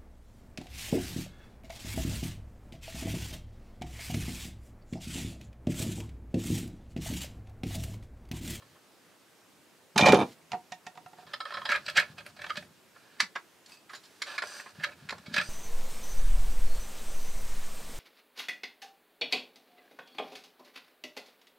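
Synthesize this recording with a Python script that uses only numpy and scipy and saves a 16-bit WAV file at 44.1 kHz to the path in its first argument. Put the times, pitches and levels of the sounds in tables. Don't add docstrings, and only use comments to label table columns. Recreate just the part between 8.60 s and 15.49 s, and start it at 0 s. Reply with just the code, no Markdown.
import sys
import numpy as np
from scipy import signal
from scipy.fft import rfft, irfft, next_fast_len
from scipy.io import wavfile
from scipy.ndimage import uniform_filter1d

SR = 44100
rng = np.random.default_rng(int(sys.argv[2]) if len(sys.argv) > 2 else 0)


def volts(x):
    e = np.asarray(x, float) / 20
    return 10 ** e


def master_out(mix):
    frames = np.transpose(np.atleast_2d(mix))
    ceiling = np.clip(frames, -1, 1)
    pcm = np.round(ceiling * 32767).astype(np.int16)
    wavfile.write(sys.argv[1], SR, pcm)


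N = 303849
SPAN = 16384
BENCH_PAN_DB, BOX_PAN_DB = -2, -1.5
GRIP_SHIFT = 0.025

# (frequency [Hz], width [Hz], level [dB])
BOX = [(589, 23, -1), (1285, 41, 3.5), (1715, 100, 5), (2240, 54, 1.5), (2497, 93, -5), (3340, 64, -4.5),
       (3950, 22, -11), (3900, 100, -17.5), (4380, 76, -29), (5370, 68, -23), (6000, 130, -30.5),
       (6270, 18, -35), (7500, 65, -25.5), (9100, 76, -31.5)]
# (frequency [Hz], density [dB per Hz])
BOX_BED = [(180, -71), (300, -20), (591, -11), (908, -9.5), (1700, -2), (2040, -38), (2260, -10),
           (2890, -11), (4600, -11), (7000, -29.5), (15600, -41)]
# (frequency [Hz], width [Hz], level [dB])
BENCH = [(190, 110, 3.5), (829, 230, 5.5), (1800, 77, -16), (2335, 60, -3.5), (2880, 14, -20.5),
         (2920, 36, -17), (3190, 32, -12), (3560, 54, -6), (4160, 22, -21), (5210, 170, -51.5),
         (6100, 35.3, -28.5), (6040, 28, -29.5), (6470, 73, -18)]
# (frequency [Hz], density [dB per Hz])
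BENCH_BED = [(35, -76), (60, -34), (163, 6.5), (476, -4.5), (852, -6), (1450, -25), (2430, -5.5),
             (2730, -16), (3780, -13), (7000, -17.5), (15600, -40)]


def unit(x):
    return x / np.sqrt(np.mean(x ** 2) + 1e-20)


def panned(x, pan_db):
    return x * volts([[pan_db / 2], [-pan_db / 2]])


def along(points, hz):
    f, v = np.transpose(points)
    return np.interp(np.log(hz + 1), np.log(f + 1), v)


def filtered(x, response):
    m = next_fast_len(x.shape[-1] + 8192)
    spectrum = rfft(x, m) * response(np.fft.rfftfreq(m, 1 / SR))
    return irfft(spectrum, m)[..., :x.shape[-1]]


def steep(f, hz):
    return f ** 6 / (f ** 6 + hz ** 6)


def body(modes, bed, bed_db, luck_db):
    loss = 0.012

    def response(f):
        lines = 0
        for k, (hz, width, db) in enumerate(modes):
            damping = 1j * f * (width + loss * hz)
            resonance = damping / (hz * hz - f * f + damping)
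            lines = lines + (-1) ** k * volts(db + luck_db[k]) * resonance
        return lines + volts(along(bed, f) + bed_db)
    return response


def strikes(rows, modes, bed, bed_db, low_hz, high_hz, soft_hz, rise, lead_db, gain_db, bass_pan, shift=0):
    lead = 800
    out, f = np.zeros((2, N + SPAN)), np.fft.rfftfreq(SPAN, 1 / SR)
    t = (np.arange(SPAN) - lead) / SR
    after = np.maximum(t, 0)
    low, high = 1 - steep(f, low_hz), steep(f, high_hz)
    yielding = 1 / (1 + (f / soft_hz) ** 2)
    bands = np.array([1 - low - high, high * yielding, low])
    for s, db, treble_db, low_db, length, pan_db in rows:
        blow = volts(-60 * after / max(length, 0.002)) * (1 - np.exp(-after / (rise * length)))
        creak = volts(lead_db - 60 * np.abs(t) / 0.057)
        push = rng.standard_normal(SPAN) * (blow + creak)
        struck = body(modes, bed, bed_db, rng.normal(0, 3, len(modes)))
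        detuned = f * (1 + shift * rng.standard_normal())
        parts = irfft(rfft(push) * struck(detuned) * bands, SPAN)
        levels = db + gain_db + np.array([0, treble_db, low_db])
        levels = levels + np.outer([0.5, -0.5], [1, 1, bass_pan]) * pan_db
        out[:, round(s * SR) - lead:][:, :SPAN] += volts(levels) / np.abs(parts).max(axis=1) @ parts
    return out[:, :N]


def rings(rows, modes):
    out, t = np.zeros(N + SPAN), np.arange(SPAN) / SR
    for s, db in rows:
        luck_db = rng.normal(0, 1.5, len(modes))
        for (hz, level_db, t60), extra_db in zip(modes, luck_db):
            decay = volts(db + level_db + extra_db - 60 * t / t60)
            out[round(s * SR):][:SPAN] += decay * np.sin(2 * np.pi * hz * t)
    return out[:N]


def grit(per_second, smooth):
    slips = (rng.random(N) < per_second / SR) * rng.standard_normal(N)
    return unit(slips) + smooth * rng.standard_normal(N)


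def strokes(rows):
    grip_s, let_go_s = 0.014, 0.021
    t = np.arange(N) / SR
    power = 0
    for s, length, *db in rows:
        hold = np.interp(t - s, [-grip_s, 0, length, length + let_go_s], [0, 1, 1, 0])
        power = power + np.outer(volts(db), hold) ** 2
    return np.sqrt(power)


def on_box(rows):
    panel_db, follows = -42, 0.52
    contacts = []
    for s, db, treble_db, length in rows:
        low_db = panel_db + follows * (db + 28) - db
        contacts.append((s, db, treble_db, low_db, length, BOX_PAN_DB))
    return contacts


def wires_on_box():
    # (time [s], peak [dB], treble [dB], contact length [s])
    wire_ends = [(3.263, -37.5, 9, 0.015), (3.281, -24, -3, 0.042), (3.297, -32.5, 2, 0.032),
                 (3.58, -37.5, -2, 0.057), (3.605, -42.5, -5, 0.018), (3.663, -35.5, -8, 0.013),
                 (3.763, -49, 2.5, 0.067), (3.789, -39, -8, 0.06), (3.816, -34, -4.5, 0.031),
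                 (3.841, -28.5, -12.5, 0.03), (3.864, -35, -5, 0.023), (3.896, -33, -6, 0.019),
                 (3.902, -21.5, -11.5, 0.022), (3.955, -36.5, -3.5, 0.024), (3.969, -28, -1.5, 0.039),
                 (4.024, -41, -27, 0.026), (6.659, -44.5, 3.5, 0.07)]
    # (time [s], peak [dB], treble [dB])
    tugs = [(3.09, -21, -6.5), (3.098, -22, -10), (3.107, -20.5, -13.5), (3.116, -14.5, -10.5),
            (3.126, -20.5, -11), (3.139, -23.5, -12), (3.149, -20, -15), (3.157, -24.5, -4.5),
            (3.172, -33, -15.5), (3.358, -25, -6), (3.364, -19.5, -18.5), (3.369, -20.5, 7),
            (3.377, -9.5, -14), (3.387, -16, -10.5), (3.396, -23, -1), (3.405, -28.5, -9.5),
            (3.422, -27.5, -44), (6.74, -25.5, 3), (6.762, -18.5, -4), (6.779, -17, -4.5),
            (6.798, -20.5, -15), (6.811, -27, -2)]
    # (time [s], peak [dB], treble [dB], panel [dB], contact length [s])
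    jolts = [(6.197, -39.5, -15, -15, 0.062), (6.207, -40, -15, -9, 0.034), (6.233, -31.5, -9, -16, 0.036),
             (6.235, -19.5, -8.5, -28, 0.043), (6.244, -20, -8, -25, 0.013), (6.269, -40, -27, -2.5, 0.026),
             (6.284, -37.5, -18, -7, 0.059), (6.319, -43, -20, -12, .05)]
    slip_s = 0.036
    rows = on_box(wire_ends + [(*tug, slip_s) for tug in tugs])
    rows += [(*jolt, BOX_PAN_DB) for jolt in jolts]
    return strikes(rows, BOX, BOX_BED, -2.9, low_hz=905, high_hz=3160, soft_hz=14600, rise=0.092,
                   lead_db=-20.5, gain_db=-0.5, bass_pan=1.0, shift=GRIP_SHIFT)


def copper_on_rail():
    # (time [s], peak [dB], treble [dB], low [dB], contact length [s])
    ticks = [(4.36, -49.5, -25.5, -3.5, 0.05), (4.598, -34, -4, -27, 0.017),
             (4.601, -21.5, -2.5, -25, 0.088), (4.6022, -15, -1, -25, 0.019),
             (4.605, -22.5, -0.5, -23, 0.019), (4.7533, -37, -7, -14, 0.017),
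             (4.757, -28, -11, -8.5, 0.049), (5.061, -64.5, 18, -13, 0.035), (5.292, -42, -11, -20, 0.12),
             (5.332, -38, -5, -8, 0.07), (5.347, -51.5, 12.5, -4, 0.091), (5.434, -64, 14, -16, 0.08),
             (5.451, -63.5, 14.5, -14, 0.074), (5.618, -29, 4.5, -17, 0.04), (5.779, -26, -7, -16, 0.055),
             (5.82, -26.5, -8, -11.5, 0.044), (5.837, -33.5, -23, 2, 0.014), (5.997, -34, -35, -23, 0.037),
             (6.059, -44, -25, 0, 0.06), (6.488, -33, -8, -37, 0.041), (6.494, -26, -7, -40, 0.018),
             (6.505, -33.5, -1, -9, 0.029), (6.523, -37.5, -7, 4.5, 0.041), (6.581, -55, 7.5, 7, 0.028)]
    # (frequency [Hz], width [Hz], level [dB])
    rail = [(1083, 97, -10.5), (1363, 54, 3.5), (1691, 58, 0), (2276, 48, -3), (3250, 29, -28),
            (4040, 100, -9.5), (5800, 17, -24), (7250, 38, -12.5), (10530, 510, -34)]
    # (frequency [Hz], density [dB per Hz])
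    rail_bed = [(120, -45), (200, -21.5), (704, -12), (2220, -1.5), (2800, -12), (4300, -10.5), (5620, -16),
                (6750, -26.5), (7390, -32), (15600, -44)]
    rows = [(*tick, BOX_PAN_DB) for tick in ticks]
    return strikes(rows, rail, rail_bed, -1.5, low_hz=920, high_hz=3260, soft_hz=13680, rise=0.04,
                   lead_db=-36, gain_db=2.0, bass_pan=1.0, shift=GRIP_SHIFT)


def dragging():
    # (time [s], length [s], drag [dB], fizz [dB])
    drags = [(0.0, 0.14, -75, -85.5), (.32, 0.08, -92, -81.5), (.6, 0.022, -88, -71),
             (1.6, 0.13, -75, -58.5), (2.58, 0.05, -61.5, -68), (2.68, .07, -57.5, -84),
             (2.87, 0.074, -50.5, -73), (2.97, 0.22, -57.5, -64), (3.2, 0.32, -58.5, -65.5),
             (3.66, 0.0403, -59.5, -62), (3.82, 0.23, -82, -62), (4.35, 0.247, -64.5, -90),
             (5.09, 0.057, -77, -58), (5.3, 0.34, -70.5, -66), (6.15, 0.18, -58.5, -66),
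             (6.38, 0.63, -61.5, -73.5), (6.7, .22, -57.5, -67.5)]
    # (time [s], length [s], drag [dB], edge [dB])
    scrapes = [
        (5.67, 0.092, -43.5, -55.5),
        (5.84, 0.17, -49.5, -50),
        (6.01, 0.098, -56, -61),
        (6.82, .08, -71, -50.5),
    ]
    # (frequency [Hz], width [Hz], level [dB])
    edge_modes = [(4330, 99, -9.5), (4820, 110, 3), (6010, 44, 0.5), (6590, 60, -9), (7300, 50, -6),
                  (8100, 110, -3.5), (9000, 94, -6.5), (11400, 33, -16), (13200, 100, -19)]
    # (frequency [Hz], density [dB per Hz])
    edge_bed = [(2500, 2), (4500, 3.5), (9000, -4), (15800, -13)]
    drag_gain, fizz_gain = strokes(drags)
    scrape_gain, edge_gain = strokes(scrapes)
    drag = filtered(grit(3000, smooth=0.68), body(BOX, BOX_BED, 8.7, np.zeros(len(BOX))))
    fizz = filtered(grit(3300, smooth=1.0), lambda f: volts(along(edge_bed, f)))
    edge = filtered(grit(4000, smooth=0.46), body(edge_modes, edge_bed, -17.5, np.zeros(len(edge_modes))))
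    rub = unit(drag) * (drag_gain + scrape_gain) + unit(fizz) * fizz_gain + unit(edge) * edge_gain
    return panned(rub, -1.6)


def coil_rattle():
    # (time [s], peak [dB], treble [dB], contact length [s])
    rattles = [(0.019, -50.5, -5.5, 0.057), (0.146, -56, -25, 0.1), (2.666, -47.5, -1.5, 0.054),
               (2.734, -25, -4.5, 0.045), (2.803, -26.5, -6, 0.047), (2.852, -28, -9.5, 0.043),
               (2.905, -31.5, -13, 0.029), (2.923, -30.5, -13, 0.014), (2.938, -26, -4.5, 0.065),
               (2.968, -26, -15, 0.073), (3.015, -31, -14, 0.035), (3.052, -26, -0.5, 0.057)]
    # (frequency [Hz], width [Hz], level [dB])
    coil = [(568, 14, -9.5), (1040, 42, -4), (1313, 53, -1.5), (1772, 28, 1), (2200, 18, -13.5),
            (3060, 47, -17), (3237, 96, -8), (3650, 170, -23.5), (3930, 48, -12.5), (4200, 73, -11.5),
            (5040, 40, -18), (5320, 38, -15.5), (7350, 230, -29), (8900, 46, -23)]
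    # (frequency [Hz], density [dB per Hz])
    coil_bed = [(300, -44), (600, -5), (1500, -14), (2500, -12), (3300, -7), (5300, -6.5), (5900, -33),
                (15600, -38.5)]
    clip = [(9150, -38, .1)]
    knocks = strikes(on_box(rattles), coil, coil_bed, -8.5, low_hz=870, high_hz=2860, soft_hz=12100,
                     rise=0.051, lead_db=-33, gain_db=-1.0, bass_pan=1.0)
    return knocks + rings([row[:2] for row in rattles[3:]], clip)


def loose_hardware():
    # (time [s], peak [dB])
    screw_touches = [
        (5.1202, -46),
        (5.1714, -53.5),
    ]
    # (frequency [Hz], level [dB], t60 [s])
    screw = [(2590, -1, 0.15), (4447, -9.5, 0.22), (4840, -3, 0.1), (7950, -12, .06)]
    # (time [s], peak [dB])
    nudges = [
        (5.06, -55),
        (5.083, -60.5),
    ]
    # (frequency [Hz], level [dB], t60 [s])
    washer = [(4370, 0, 0.072), (5700, -8, .05), (7300, -6, .06)]
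    return rings(screw_touches, screw) + rings(nudges, washer)


def flicks():
    # (time [s], peak [dB])
    flick_times = [(1.378, -30), (2.482, -56), (2.735, -54), (3.053, -54), (3.158, -48), (3.663, -47),
                   (5.317, -58)]
    # (frequency [Hz], density [dB per Hz])
    flick_bed = [(4000, -29.5), (7500, -10.5), (9500, 4.5), (15600, -10.5)]
    contact_s = 0.031
    rows = [(s, db - 30, 30, -30, contact_s, 1) for s, db in flick_times]
    return strikes(rows, [], flick_bed, 0, low_hz=500, high_hz=2000, soft_hz=20000, rise=0.04,
                   lead_db=-36, gain_db=0, bass_pan=1)


def screwdriver_blows():
    # (time [s], peak [dB], treble [dB], thud [dB])
    tumbles = [(1.359, -16.5, -5.5, 0.5), (1.377, -25, 19.5, -12), (1.39, -11, -3.5, -23),
               (1.399, -16, -1.5, -15.5), (1.408, -19.5, 7, -0.5), (1.424, -10, -20.5, 0.5),
               (1.441, -9.5, -17, -17), (1.452, -12.5, -8.5, -14.5), (1.459, -8.5, -1, -16.5),
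               (1.467, -11, -1, -14), (1.475, -13, -11, -12), (1.483, -8.5, -5, -10.5),
               (1.492, -13.5, -3, 3.5), (1.502, -25, -3, -4.5), (1.544, -16, -0.5, -1),
               (1.556, -24, -5.5, -9)]
    # (time [s], peak [dB], treble [dB], thud [dB], contact length [s])
    knocks = [(1.521, -21, 9.5, 0, 0.036), (1.5318, -4, -39.5, -9.5, 0.02), (1.536, -10.5, -26.5, -8, .015),
              (1.572, -30, -6.5, 8, 0.02), (1.594, -35, 5, 7.5, .025), (1.6165, -24, -18, -0.5, 0.04),
              (1.628, -32.5, -18, 12, 0.023)]
    # (frequency [Hz], width [Hz], level [dB])
    bench_top = [(260, 140, 16.5), (620, 70, -8), (693, 26, -3), (917, 31, 0.5), (1663, 130, -12.5)]
    contact_s = 0.039
    blows = strikes([(*row, contact_s, BENCH_PAN_DB) for row in tumbles], BENCH, BENCH_BED, -2.5,
                    low_hz=494, high_hz=1669, soft_hz=6100, rise=0.061, lead_db=-41.5, gain_db=-4.0,
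                    bass_pan=0.137)
    blows += strikes([(*row, BENCH_PAN_DB) for row in knocks], bench_top, BENCH_BED, -14.5,
                     low_hz=384, high_hz=1494, soft_hz=8040, rise=0.0247, lead_db=-31.0, gain_db=-1.0,
                     bass_pan=0.15)
    return blows


def screwdriver_steel():
    # (time [s], shaft [dB], tip [dB])
    clangs = [(1.379, -22, -28), (1.411, -19.5, -46), (1.424, -20.5, -54.5), (1.434, -19.5, -57),
              (1.459, -17, -49.5), (1.476, -15.5, -52.5), (1.492, -18.5, -38), (1.522, -24.5, -41.5),
              (1.544, -36.5, -33.5), (1.554, -32, -53.5), (1.573, -37, -41.5), (1.587, -49.5, -47),
              (1.603, -46, -41.5), (1.619, -50.5, -52.5)]
    # (frequency [Hz], level [dB], t60 [s])
    shaft_modes = [(1895, -11, 0.086), (2390, -3, 0.18), (2330, -8.5, .1), (2961, -14, 0.13),
                   (3660, -12, 0.034), (5195, -24, .07), (5798, -29, .1), (6300, -24.5, 0.044)]
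    # (frequency [Hz], level [dB], t60 [s])
    tip_modes = [(10460, -2, 0.018), (6350, -6, .02), (7800, -12.5, .015)]
    shaft = rings([(s, db) for s, db, _ in clangs], shaft_modes)
    tip = rings([(s, db) for s, _, db in clangs], tip_modes)
    return panned(shaft + tip, BENCH_PAN_DB)


def screwdriver_skidding():
    # (time [s], length [s], level [dB])
    skids = [
        (1.39, 0.23, -27),
        (1.55, 0.019, -38),
    ]
    dull_hz = 4500
    bench = body(BENCH, BENCH_BED, -27.0, np.zeros(len(BENCH)))
    rub = filtered(grit(600, smooth=0.41), lambda f: bench(f) / (1 + (f / dull_hz) ** 2))
    return panned(unit(rub) * strokes(skids)[0], BENCH_PAN_DB)


def rocking_part():
    # (time [s], peak [dB], treble [dB], thud [dB])
    landings = [
        (1.918, -37, 6, -15),
        (1.931, -29, -15, -17),
        (1.941, -31, -21, -10),
        (1.948, -37, -13, -13),
        (2.354, -51.5, -1.5, -16),
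    ]
    turns = [1.916, 2.12, 2.266, 2.374, 2.461, 2.532, 2.585, 2.629]
    # (frequency [Hz], width [Hz], level [dB])
    rocker = [(163, 28, -24), (376, 34.5, -9), (730, 25, -8.5), (929, 19.6, -7.5), (1377, 26, -25),
              (1847, 35, -15.5), (2670, 100, -26), (3540, 31, -23.5)]
    # (frequency [Hz], density [dB per Hz])
    rocker_bed = [(35, -34.5), (60, -7.5), (163, 13.5), (499, -17.5), (913, -21), (1150, -16.5),
                  (1880, -19.5), (2060, -16), (6500, -17), (9000, -23.5), (15600, -43.5)]
    land_s, rock_s, pan_db = 0.019, 0.073, -3
    swing_db, far_edge_db, thud_db = -23.5, 2.5, -14.5
    first_treble_db, dulls_db = 1, -3
    rows = [(*row, land_s, pan_db) for row in landings]
    for k, (s, swing) in enumerate(zip(turns[1:], np.diff(turns))):
        peak_db = swing_db + 20 * np.log10(swing) + far_edge_db * (k % 2)
        rows.append((s, peak_db, first_treble_db + dulls_db * k, thud_db, rock_s * np.sqrt(swing), pan_db))
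    return strikes(rows, rocker, rocker_bed, -11.0, low_hz=536, high_hz=1620, soft_hz=4640, rise=0.017,
                   lead_db=-27, gain_db=3.5, bass_pan=0.18)


def plank_bumps():
    # (time [s], peak [dB], frequency [Hz])
    thumps = [(3.096, -47.5, 224), (3.276, -50, 154), (3.378, -40, 145), (3.501, -45, 150),
              (3.978, -39, 176), (4.034, -62, 254), (4.629, -43.5, 198), (5.336, -59, 202),
              (6.187, -40, 156), (6.425, -47, 151), (6.452, -45.5, 140), (6.527, -54, 182),
              (6.682, -36.5, 170), (6.712, -41, 222), (6.745, -44, 208), (6.782, -34, 175)]
    t60_s = 0.054
    out, t = np.zeros(N + SPAN), np.arange(SPAN) / SR
    for s, db, hz in thumps:
        phase = 2 * np.pi * hz * (t + 0.001 * (1 - np.exp(-t / 0.014)))
        envelope = volts(db + 4.5 - 60 * t / t60_s) * (1 - np.exp(-t / 0.00097))
        out[round(s * SR):][:SPAN] += envelope * np.sin(phase)
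    return out[:N]


def leaning():
    # (time [s], length [s], level [dB])
    presses = [(0.0, 0.17, -66), (2.66, .12, -65), (2.95, 1.16, -62), (6.14, .8, -62.5), (6.5, 0.12, -56.5),
               (6.74, 0.15, -56)]
    # (frequency [Hz], width [Hz], level [dB])
    plank_modes = [(84, 25, -2), (151, 29, -3.5), (203, 39, -6)]
    planks = body(plank_modes, [(20, -90)], 0, np.zeros(len(plank_modes)))
    rumble = filtered(rng.standard_normal(N), lambda f: planks(f) * (1 - steep(f, 480)))
    return unit(rumble) * strokes(presses)[0]


def shed(x):
    # (frequency [Hz], t60 [s])
    decay = [(150, .24), (1000, .15), (8000, .13)]
    hz, t, z = signal.stft(rng.standard_normal((2, SR // 2)), SR, nperseg=256)
    fading = volts(-60 * t / along(decay, hz)[:, None])
    mid, side = signal.istft(z * fading, SR, nperseg=256)[1]
    side = filtered(side, lambda f: 0.4 * steep(f, 450) + 0.4 * steep(f, 3800))
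    tail = mid + side * np.array([[1], [-1]])
    delayed = np.pad(x, ((0, 0), (200, 0)))
    return signal.fftconvolve(delayed, tail / np.linalg.norm(tail[0]), axes=1)[:, :N]


def hiss():
    # (frequency [Hz], density [dB per Hz])
    spectrum = [(25, -44.5), (71, -16), (129, -12), (340, -8.5), (584, -12.5), (1500, -16), (3450, -20),
                (8000, -24.5), (15600, -31.5)]
    # (frequency [Hz], left-right likeness [0 to 1])
    likeness = [(60, 0.44), (240, 0.63), (950, 0.83), (3770, 0.56), (15000, 1)]
    z = signal.stft(rng.standard_normal((2, N)), nperseg=512)[2]
    patches = uniform_filter1d(uniform_filter1d(rng.standard_normal(z.shape[1:]), 8, 0), 12, 1)
    pair = signal.istft(z * volts(unit(patches)), nperseg=512)[1][:, :N]

    def mid_side(hz):
        angle = np.arccos(np.clip(along(likeness, hz), -1, 1)) / 2
        return volts(along(spectrum, hz)) * [np.cos(angle), np.sin(angle)]
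    mid, side = filtered(pair, mid_side)
    return panned(volts(-61) * unit(np.array([mid + side, mid - side])), -0.8)


def scene():
    near = wires_on_box() + copper_on_rail() + dragging() + coil_rattle() + loose_hardware() + flicks()
    near += screwdriver_blows() + screwdriver_steel() + screwdriver_skidding() + rocking_part()
    near += plank_bumps()
    return near + volts(-7.0) * shed(near) + leaning() + hiss()


def band_limit(x):
    return signal.sosfilt(signal.butter(12, 15760, fs=SR, output="sos"), x)


def record(dry):
    # (frequency [Hz], level [dB])
    ports = [(200, 1), (700, -0.45), (5000, -0.5), (12000, 3)]

    def capsules(f):
        bass = 0.06 + 0.94 * steep(f, 78)
        return bass * volts(along(ports, f) * np.array([[0.5], [-0.5]]))
    heard = filtered(dry, capsules)
    held = heard / (1 + np.abs(heard / 0.8) ** 4) ** (1 / 4)
    mix = filtered(held, lambda f: f < 15760)
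    return band_limit(mix)


dry = scene()
out = record(dry)
master_out(out)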